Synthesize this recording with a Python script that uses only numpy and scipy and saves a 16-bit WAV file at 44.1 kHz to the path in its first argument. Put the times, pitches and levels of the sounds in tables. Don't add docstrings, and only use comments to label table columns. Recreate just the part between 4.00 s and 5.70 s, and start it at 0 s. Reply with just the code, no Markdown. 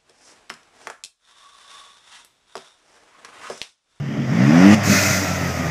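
import sys
import numpy as np
from scipy import signal
from scipy.fft import rfft, irfft, next_fast_len
from scipy.io import wavfile
from scipy.ndimage import uniform_filter1d, map_coordinates

SR = 44100
rng = np.random.default_rng(int(sys.argv[2]) if len(sys.argv) > 2 else 0)


def boost_factor(decibels):
    exponent = np.asarray(decibels, float) / 20
    return 10 ** exponent


def output_pcm(signal):
    pcm = np.clip(np.atleast_2d(signal).T, -1, 1) * 32767
    wavfile.write(sys.argv[1], SR, np.round(pcm).astype(np.int16))


N = 74970
T = np.arange(N) / SR
SHUT_S = .745


def unit(x):
    return x / np.sqrt(np.mean(x ** 2) + 1e-20)


def along(points, hz):
    f, v = np.transpose(points)
    return np.interp(np.log(hz + 1), np.log(f + 1), v)


def curve(rows):
    return np.interp(T, *np.transpose(rows))


def wobble(rate_hz):
    knots = rng.standard_normal(int(N / SR * 200))
    return map_coordinates(knots, [np.arange(N) * min(rate_hz, 150) / SR])


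def tone(cycles, phase_rad=0):
    return np.sqrt(2) * np.sin(2 * np.pi * cycles + phase_rad)


def filtered(x, response):
    m = next_fast_len(N + SR // 2)
    return irfft(rfft(x, m) * response(np.fft.rfftfreq(m, 1 / SR)), m)[:N]


def rush(spectrum, peaks=(), patchy_db=2):
    z = signal.stft(rng.standard_normal(N), nperseg=512)[2]
    field = uniform_filter1d(rng.standard_normal(z.shape), 5, 0)
    field = uniform_filter1d(field, 8, 1)
    x = signal.istft(z * boost_factor(patchy_db * unit(field)), nperseg=512)[1][:N]

    def response(f):
        lift_db = sum(db / (1 + (2 * (f - c) / w) ** 2) for c, w, db in peaks)
        inside = (f > spectrum[0][0]) * (f < spectrum[-1][0])
        return boost_factor(along(spectrum, f) + lift_db) * inside

    return unit(filtered(x, response))


def breeze():
    level_db = -58 + 2.5 * wobble(6)
    return boost_factor(level_db) * rush([(15, -8), (30, 0), (70, 4), (90, -20)], patchy_db=5.5)


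def lot(truck):
    t60_s, level_db = .25, -17
    t = np.arange(SR // 2) / SR
    tail = rng.standard_normal(len(t)) * boost_factor(-60 * t / t60_s) * (t > .008)
    return boost_factor(level_db) * signal.fftconvolve(truck, tail / np.linalg.norm(tail))[:N]


def clatter():
    idle_hz, rise_hz_per_s, level_db = 2880, 1600, -48.5
    carrier = np.sin(2 * np.pi * (idle_hz * T + rise_hz_per_s * T ** 2 / 2))
    band = rush([(1, -5), (120, 5), (300, -11)], patchy_db=0.0) * carrier
    return boost_factor(level_db) * np.clip((.4 - T) / 0.14, 0, 1) * band


def belt_whine(turns):
    order, level_db, from_s = 14.6, -34, 0.79
    fade = np.clip((T - from_s) / 0.068, 0, 1)
    return boost_factor(level_db + 2.5 * wobble(18)) * fade * np.sin(2 * np.pi * order * turns + 0.34 * wobble(39.8))


# Hz, level in dB per Hz.
RUMBLE_SPECTRUM = [(60, -20), (90, -1), (140, 8), (260, -11), (400, -3), (600, -34)]


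def rumble(load_db):
    return boost_factor(-29 + 0.1 * load_db + 0.99 * wobble(9)) * rush(RUMBLE_SPECTRUM, patchy_db=3.0)


# Hz, level in dB per Hz.
INTAKE_SPECTRUM = [(2060, -25), (3500, -4), (4060, -16), (4770, -0.5), (5820, -0.5), (9210, -20.5),
                   (14600, -23), (15400, -37)]


def intake(turns, speed_db, load_db):
    level_db = -32.5 + 1.27 * speed_db + 0.29 * load_db + 0.3 * wobble(13.5)
    gate = 1 + .3 * 0.12 * np.cos(2 * np.pi * turns)
    return boost_factor(level_db) * gate * rush(INTAKE_SPECTRUM, patchy_db=1.0)


# Hz, level in dB per Hz.
ROAR_SPECTRUM = [(240, -5), (400, -14.5), (537, -4), (694, -3.5), (951, -9.5), (1260, -7.5), (1680, -9.5),
                 (1860, -3), (4200, -28), (5460, -46), (9240, -120)]
# centre in Hz, width in Hz, lift in dB.
BAY_PANELS = [(630, 360, 3), (1380, 160, 1), (1710, 73, 1), (2330, 54, 0)]


def roar(turns, speed_db, load_db):
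    level_db = -20 + 0.72 * speed_db + 0.42 * load_db + 0.63 * wobble(13.7)
    gate = 1 + 0.12 * np.cos(2 * np.pi * turns)
    return boost_factor(level_db) * gate * rush(ROAR_SPECTRUM, BAY_PANELS, patchy_db=1.0)


def block_hum(turns, speed_db):
    growth = 2 + 5 * (T < SHUT_S)
    return boost_factor(-27 + growth * speed_db + 0.46 * wobble(10.9)) * tone(turns)


def idle_drone():
    hz, level_db, until_s = 140.4, -26, 0.227
    fade = np.clip((until_s - T) / 0.076, 0, 1)
    return boost_factor(level_db + 1.4 * wobble(18)) * fade * tone(hz * T, .5 * wobble(18))


# Hz, gain in dB.
PIPE_GAIN = [(65, -35), (90, -35), (112, -11), (140, 5), (175, -4.5), (205, -1), (295, -5), (335, -17.5),
             (480, -24)]


def pipe(hz):
    octaves_over = np.log2(np.maximum(hz / PIPE_GAIN[-1][0], 1))
    return boost_factor(along(PIPE_GAIN, hz) - 13 * octaves_over)


def firing_orders(hz, turns, pull):
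    scatter_db, drift_rad, third_loss_db = 5, 1.1, 6
    slack = 1 - pull
    total = 0
    for k in range(1, 15):
        dull_db = third_loss_db * (k == 3) * (T > SHUT_S + .008)
        gain = boost_factor(scatter_db * slack * wobble(21.97) - dull_db)
        drift = drift_rad * slack ** 2 * wobble(24.9)
        total = total + pipe(k * hz) * gain * np.cos(k * (2 * np.pi * turns - .9) + drift)
    return total


def uneven_firings(hz, turns, load_db, pull):
    cylinder_db, coast_rough, pull_rough = -24, .3, .03
    at = np.flatnonzero(np.diff(turns.astype(int)))
    firing = turns.astype(int)[at]
    chance, cylinders = rng.standard_normal(400), rng.standard_normal(6)
    rough = coast_rough + (pull_rough - coast_rough) * pull[at]
    uneven = boost_factor(cylinder_db) * cylinders[firing % 6] + chance[firing] * rough
    pulses = np.zeros(N)
    pulses[at] = SR / hz[at] * boost_factor(load_db[at]) * uneven
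    return filtered(pulses, pipe)


def exhaust(hz, turns, load_db):
    pull = np.clip(boost_factor(load_db), 0, 1)
    orders = np.sqrt(2) * boost_factor(load_db) * firing_orders(hz, turns, pull)
    return boost_factor(-9) * (orders + uneven_firings(hz, turns, load_db, pull))


# time in seconds, firings per second.
FIRING_RATE = [(0, 35), (.15, 34.6), (.21, 38), (.3, 48), (.39, 59.4), (.478, 71.4), (.554, 83.3),
               (.62, 92.5), (.676, 100.4), (.745, 106.5), (.8, 103), (.86, 101), (1.06, 98), (1.168, 95.4),
               (1.324, 91.5), (1.542, 86), (1.7, 82.5)]
# time in seconds, load in dB.
COMBUSTION = [(0, -36), (.1, -24.5), (.2, -21.5), (.28, -21), (.35, -12.5), (.47, -7.5), (.55, -3.5),
              (.67, 3), (.742, 2), (.756, -18.5), (.86, -13.5), (1.03, -16.5), (1.3, -18), (1.45, -19),
              (1.7, -19.5)]


def engine():
    hz, load_db = curve(FIRING_RATE), curve(COMBUSTION)
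    turns = np.cumsum(hz) / SR
    speed_db = 20 * np.log10(hz / 100)
    low = exhaust(hz, turns, load_db) + block_hum(turns, speed_db) + idle_drone()
    air = roar(turns, speed_db, load_db) + intake(turns, speed_db, load_db)
    mechanical = rumble(load_db) + clatter() + belt_whine(turns)
    return low + air + mechanical


# time in seconds, peak in dB.
LATE_BURNS = [
    (.875, -9),
    (.887, -10),
    (.906, -14),
    (.925, -12),
    (.944, -13),
    (.964, -16),
]


def pops():
    level_db, ring_s, crack_db = -1, .018, -14
    modes = [(140, 0), (193.5, 4), (266.5, -3), (364, -13)]  # Hz, dB
    x, t = np.zeros(N + SR), np.arange(SR // 10) / SR
    envelope = np.exp(-t / ring_s) * (1 - np.exp(-t / 0.0022))
    chance = rng.standard_normal((len(LATE_BURNS), len(modes)))
    for (s, db), row in zip(LATE_BURNS, chance):
        ring = sum(boost_factor(m_db + 2 * u) * np.sin(2 * np.pi * hz * t) for (hz, m_db), u in zip(modes, row))
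        noise = uniform_filter1d(rng.standard_normal(len(t)), size=24) * 4
        crack = boost_factor(crack_db) * noise * np.exp(-t / 0.0041)
        x[round(s * SR):][:len(t)] -= boost_factor(db + level_db) * (ring * envelope + crack)
    return x[:N]


# Hz, level in dB per Hz.
WHOOSH_SPECTRUM = [(1470, -36), (2500, 2.5), (4040, -18.5), (5270, -7.5), (6770, -10.5), (11400, -27.5),
                   (15400, -29)]


def boost():
    rise_s, fall_s, whoosh_db, whistle_hz, whistle_db = 0.048, 0.0078, -23, 1200, -22.5
    t = T - SHUT_S
    swell = np.exp(np.where(t < 0, t / rise_s, -t / fall_s))
    bump = np.exp(-(t + 0.018) ** 4 / 0.02 ** 4)
    whistle = boost_factor(whistle_db) * bump * np.sin(2 * np.pi * whistle_hz * t + 0.24 * wobble(42.6))
    return swell * boost_factor(whoosh_db) * rush(WHOOSH_SPECTRUM, patchy_db=3.0) + whistle


# time in seconds, flow in dB.
VALVE_FLOW = [
    (.826, -45),
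    (.836, -12.5),
    (.87, -4),
    (.9, -0.5),
    (.95, 0.5),
    (1.03, 0),
    (1.17, -5.5),
    (1.33, -14),
    (1.7, -21.5),
]
# Hz, level in dB per Hz.
JET_SPECTRUM = [(240, -47), (400, -22), (468, -39), (584, -4.5), (957, -12.5), (2070, 1.5), (3220, -12),
                (6330, -0.5), (9000, -22), (11700, -45), (19800, -120)]
# centre in Hz, width in Hz, lift in dB.
DUCT_MODES = [(608, 140, 10.1), (1400, 210, 8.6), (2035, 52, 7), (2518, 102, 11), (4940, 97, 4.8),
              (5820, 45, 2.5), (6770, 81, 6.6)]
# Hz, level in dB per Hz.
FIZZ_SPECTRUM = [(4410, -42), (7500, 0), (9540, -5), (13700, -1), (14700, 1), (15400, -14.5)]


def relief_valve():
    flow_db = curve(VALVE_FLOW)
    flutter_db = .6 * wobble(9) + .4 * wobble(35)
    jet = boost_factor(-18.5 + flow_db + flutter_db) * rush(JET_SPECTRUM, DUCT_MODES, patchy_db=1.5)
    fizz = boost_factor(-32.5 + 0.83 * flow_db + flutter_db) * rush(FIZZ_SPECTRUM, patchy_db=1.4)
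    return jet + fizz * (T > SHUT_S + .082)


def scene():
    truck = engine() + pops() + relief_valve() + boost()
    return (truck + lot(truck))[None]


def band_limit(x):
    return signal.sosfilt(signal.butter(12, 15550, fs=SR, output="sos"), x)


def record(dry):
    limit, bass_hz, top_hz = 1.0, 78, 15540
    x = dry[0] / (1 + np.abs(dry[0] / limit) ** 6) ** (1 / 6)
    x = filtered(x, lambda f: (f < top_hz) / np.sqrt(1 + (bass_hz / (f + 1)) ** 14))
    return band_limit((x + breeze())[None])


dry = scene()
out = record(dry)
output_pcm(out)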